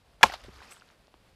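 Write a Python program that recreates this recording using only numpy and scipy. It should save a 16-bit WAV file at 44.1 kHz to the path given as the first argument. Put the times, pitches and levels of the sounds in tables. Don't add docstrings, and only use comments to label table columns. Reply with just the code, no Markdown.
import sys
import numpy as np
from scipy import signal
from scipy.fft import rfft, irfft
from scipy.io import wavfile
from scipy.ndimage import uniform_filter1d

SR = 44100
rng = np.random.default_rng(int(sys.argv[2]) if len(sys.argv) > 2 else 0)


def wrap_up_sound(samples):
    columns = np.atleast_2d(samples).T
    tamed = np.clip(columns, -1, 1)
    steps = np.round(tamed * 32767).astype(np.int16)
    wavfile.write(sys.argv[1], SR, steps)


def boost(x):
    u = np.asarray(x, float) / 20
    return 10 ** u


N = 59535
T = np.arange(N) / SR
BITE_S = 0.2303
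SEAT_S = 0.2378
PING_S = 0.708


def rms_one(x):
    return x / np.sqrt(np.mean(x ** 2) + 1e-20)


def butter(x, order, hz, kind="low"):
    return signal.sosfilt(signal.butter(order, hz, kind, fs=SR, output="sos"), x)


def in_time(rows):
    return np.interp(T, *np.transpose(rows))


def dying(start_s, t60, hold_s=0):
    return (T >= start_s) * boost(-60 * np.maximum(T - start_s - hold_s, 0) / t60)


def drift(rate_hz):
    pole = np.exp(-2 * np.pi * rate_hz / SR)
    noise = rng.standard_normal(N + SR)
    return rms_one(signal.lfilter([1], [1, -2 * pole, pole * pole], noise)[SR:])


def click(time_s, db):
    x = np.zeros(N)
    x[int(time_s * SR)] = boost(db)
    return x


def ring(x, hz, t60):
    radius = boost(-60 / (t60 * SR))
    angle = 2 * np.pi * hz / SR
    return signal.lfilter([0, np.sin(angle)], [1, -2 * radius * np.cos(angle), radius * radius], x + 1e-18)


def knock(x, hz, t60):
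    return butter(ring(x, hz, t60), 2, hz / 2, "high")


def tint(x, spectrum):
    hz, db = np.transpose(spectrum)
    bins_hz = np.maximum(np.arange(N // 2 + 1) * SR / N, 1)
    gain = boost(np.interp(np.log(bins_hz), np.log(hz), db))
    return rms_one(irfft(rfft(x) * gain, N))


def hiss(spectrum):
    return tint(rng.standard_normal(N), spectrum)


def hillside_air():
    # pitch_hz, level_db (per Hz)
    air_colour = [(100, -3), (300, -11), (600, -9.5), (1300, -15.5), (4800, -20.5), (6200, -28.5),
                  (11000, -30.5), (15800, -40.5)]
    return boost(-63 + drift(16)) * hiss(air_colour)


def rumble():
    # time_s, level_db
    low_level = [(0, -75.5), (.23, -65.5), (.3, -51), (.4, -69), (.45, -48), (.51, -51), (.56, -53),
                 (.64, -68), (.9, -77), (.96, -62), (1.07, -77), (1.35, -69)]
    # pitch_hz, level_db, t60_s
    ground_modes = [(45, -44.5, 0.076), (75, -38, .2)]
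    low = butter(rng.standard_normal(N + SR), 2, [36, 69.4], "band")[SR:]
    push = butter(click(0.248, 6), 2, 60)
    thump = sum(boost(db) * ring(push, hz, t60) for hz, db, t60 in ground_modes)
    return boost(in_time(low_level)) * rms_one(low) + thump


def ping():
    # start_s, level_db
    impacts = [
        (.708, -55),
        (.7125, -51.5),
        (.717, -56),
        (.722, -53),
        (.731, -53),
        (.762, -70),
        (.778, -66.5),
    ]
    # pitch_hz, level_db, t60_s
    steel_modes = [(7964, -4, 0.086), (8050, -1.5, 0.066), (8100, -9, 0.037)]
    wobble_db = 3.5
    mix_db = rng.normal(0, 3.7, (len(impacts), len(steel_modes)))
    steel = 0
    for k, (hz, db, t60) in enumerate(steel_modes):
        hits = sum(click(s, hit_db + db + mix_db[i, k]) for i, (s, hit_db) in enumerate(impacts))
        steel = steel + ring(hits, hz, t60) * boost(wobble_db * drift(150))
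    return butter(steel, 2, [7300, 8900], "band")


def clods():
    # start_s, peak_db, pitch_hz, ring_cycles
    lumps = [(.2103, -37, 798, 6.8), (.298, -31, 755, 25), (.299, -35, 1960, 40), (0.321, -31, 1510, 19),
             (.326, -41, 5900, 45), (.339, -39, 790, 15), (0.341, -29.5, 4640, 45), (.355, -46, 4100, 20),
             (0.446, -42.5, 560, 7.7), (.482, -39.5, 378, 11), (0.488, -42, 180, 4), (.490, -47, 650, 5),
             (.604, -43, 1520, 44), (.618, -37, 1000, 8.1), (.625, -39, 1960, 11), (.643, -49, 3200, 12),
             (.723, -38.5, 2700, 20), (0.764, -45, 3200, 17), (0.769, -44, 1470, 12),
             (.799, -45.5, 4840, 20), (.811, -47, 2750, 17), (0.8208, -41.5, 1420, 17),
             (.889, -44, 4020, 4.8), (.902, -44, 1700, 2.5), (1.071, -47, 4600, 4.8), (1.080, -48, 749, 4),
             (1.144, -60.5, 55.4, 3), (1.141, -42, 909, 2.5), (1.141, -47, 3170, 8), (1.142, -54, 307, 6.1)]
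    out = 0
    for s, db, hz, cycles in lumps:
        contact = butter(click(s, 0), 4, 1.5 * hz)
        lump = knock(contact, hz, max(cycles, 1) / hz)
        out = out + boost(db) * lump / np.abs(lump).max()
    return out


def crumbs():
    grains_per_s, grain_share, size_spread_db, cycles = 6000, 0.55, 3, 16
    patch_db, patch_hz = 2.5, 45
    bands = 30
    sizes = boost(size_spread_db * np.minimum(rng.exponential(1, N), 3.5)) * rng.choice([-1, 1], N)
    born = rng.random(N) < grains_per_s * boost(3 * drift(25)) / SR
    dealt = rng.integers(0, bands, N)
    grains = 0
    for k, hz in enumerate(np.geomspace(200, 15000, bands)):
        t60 = cycles / hz
        hits = sizes * born * (dealt == k)
        rung = rms_one(ring(ring(hits, hz, t60), hz, t60 / 2))
        grains = grains + rung * np.sqrt(hz) * boost(patch_db * drift(patch_hz))
    spectrum = rfft(grains)
    flat = spectrum / np.sqrt(uniform_filter1d(np.abs(spectrum) ** 2, size=300))
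    sliding = rng.standard_normal(N)
    return np.sqrt(grain_share) * rms_one(irfft(flat, N)) + np.sqrt(1 - grain_share) * sliding


def soil():
    # pitch_hz, level_db (per Hz)
    brush_colour = [(120, -42.5), (200, -11), (803, -1.5), (2940, -9.5), (3940, -14), (12700, -33),
                    (15800, -68.5)]
    spray_colour = [(59, -37), (100, -4.5), (631, -16), (965, 1.5), (1270, -17.5), (2450, -8.5),
                    (11300, -28.5), (15800, -46.5)]
    crunch_colour = [(120, -53), (200, -26), (732, -1.5), (1700, -3.5), (2230, -6.5), (4480, -7.5),
                     (6450, -23), (13200, -30.5), (15800, -33.5)]
    flow_colour = [(88, -38.5), (150, -9), (1280, -2.5), (1500, -4), (2840, -8), (4910, -10), (9340, -23.5),
                   (11600, -23.5), (15800, -39.5)]
    # time_s, level_db
    flow_level = [(.27, -41), (.295, -47.5), (.35, -58.5), (.38, -55.5), (.43, -58.5), (.5, -59),
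                  (.59, -55), (.605, -53.5), (.63, -51.5), (.655, -54), (.68, -55), (.72, -49.5),
                  (.74, -58), (.775, -58), (.8, -64), (.87, -63.5), (.91, -65.5), (1.05, -88)]
    # start_s, level_db, hold_s, t60_s
    bursts = [
        (0.293, -47, 0.0069, 0.11),
        (0.312, -55.5, 0.0024, 0.036),
        (0.321, -42.5, 0.0093, 0.033),
        (0.333, -48.5, .004, 0.046),
        (0.3379, -39, 0.002, 0.069),
        (0.353, -58, 0.0044, .04),
        (0.438, -53.5, 0.0038, 0.07),
        (0.46, -65, 0.0053, 0.02),
    ]
    grain = crumbs()

    brush_s = 0.2103
    progress = (T - brush_s) / (BITE_S - brush_s)
    brush_level = boost(-45 - 5 * progress) * (T >= brush_s) * (T < SEAT_S)
    brush = tint(grain, brush_colour) * brush_level

    spray = boost(-24) * tint(grain, spray_colour) * dying(BITE_S, 0.083, SEAT_S - BITE_S)
    breaking = sum(boost(db) * dying(s, t60, hold_s) for s, db, hold_s, t60 in bursts)
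    crunch = tint(grain, crunch_colour) * breaking
    flow = tint(grain, flow_colour) * boost(in_time(flow_level) + 0.83 * drift(40)) * (T >= SEAT_S)

    bright = rms_one(butter(grain, 2, [5000, 13000], "band"))
    grit = boost(-59) * bright * dying(PING_S, 0.2, 0.015)
    return brush + spray + crunch + flow + grit


def head():
    # pitch_hz, level_db, t60_s
    head_modes = [(215, -24, .06), (573, -16, 0.032), (757, -20, 0.062), (890, 2, 0.016),
                  (1028, -1.5, .018), (1343, -15, .025)]
    # start_s, level_db
    rebounds = [
        (.2435, -31.5),
        (0.2472, -31.5),
        (.2530, -26),
        (0.2557, -27),
        (0.2603, -29.5),
        (0.2662, -35.5),
    ]
    blows = [(SEAT_S, 0)] + rebounds
    mix_db = rng.normal(0, 2.4, (len(blows), len(head_modes)))
    mix_db[0] = 0
    out = 0
    for k, (hz, db, t60) in enumerate(head_modes):
        hits = sum(click(s, 2 + db + hit_db + mix_db[i, k]) for i, (s, hit_db) in enumerate(blows))
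        out = out + knock(hits, hz, t60)
    return butter(out, 2, 2567)


def blade():
    # pitch_hz, level_db, t60_s
    blade_modes = [(215, -27, 0.05), (550, -17, 0.023), (910, -5.5, 0.067), (1339, -6, 0.055),
                   (1654, 0, .08), (1960, -2.5, 0.033), (2400.4, -3, 0.11), (3001, -16, 0.03),
                   (3088, -11.5, .05), (3399, -3, 0.038), (4356, -22.5, .03), (5510, -21, 0.038),
                   (7640, -20.5, 0.052)]
    # pitch_hz, level_db (per Hz)
    crack_colour = [(300, -30), (1500, -12), (3500, -3.5), (4500, 8), (7010, -6), (7740, -8),
                    (13000, -13.5), (16000, -18)]
    grip_t60_s = 0.0043
    steel = 0
    for k, (hz, db, t60) in enumerate(blade_modes):
        sign = (-1) ** k
        steel = steel + sign * knock(click(BITE_S, db - 1.5), hz, t60)
    steel = steel * dying(BITE_S, grip_t60_s, SEAT_S - BITE_S)
    crack = boost(-20.5) * hiss(crack_colour) * dying(BITE_S, 0.012, 0.0078)
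    return steel + crack


def scene():
    return (hillside_air() + rumble() + ping() + clods() + soil() + head() + blade())[None]


def roll_off(x):
    return signal.sosfilt(signal.butter(12, 16030, fs=SR, output="sos"), x)


def record(dry):
    clip_level, knee = 0.66, 6
    clipped = dry / (2 + np.abs(dry / clip_level) ** knee) ** (1 / knee)
    lost = clipped - dry
    no_lows = signal.butter(2, 300, "high", fs=SR, output="sos")
    x = dry + signal.sosfiltfilt(no_lows, lost)
    x = butter(x, 2, 30, "high")
    x = signal.sosfilt(signal.cheby2(12, 70, 16500, fs=SR, output="sos"), x)
    return roll_off(x)


dry = scene()
out = record(dry)
wrap_up_sound(out)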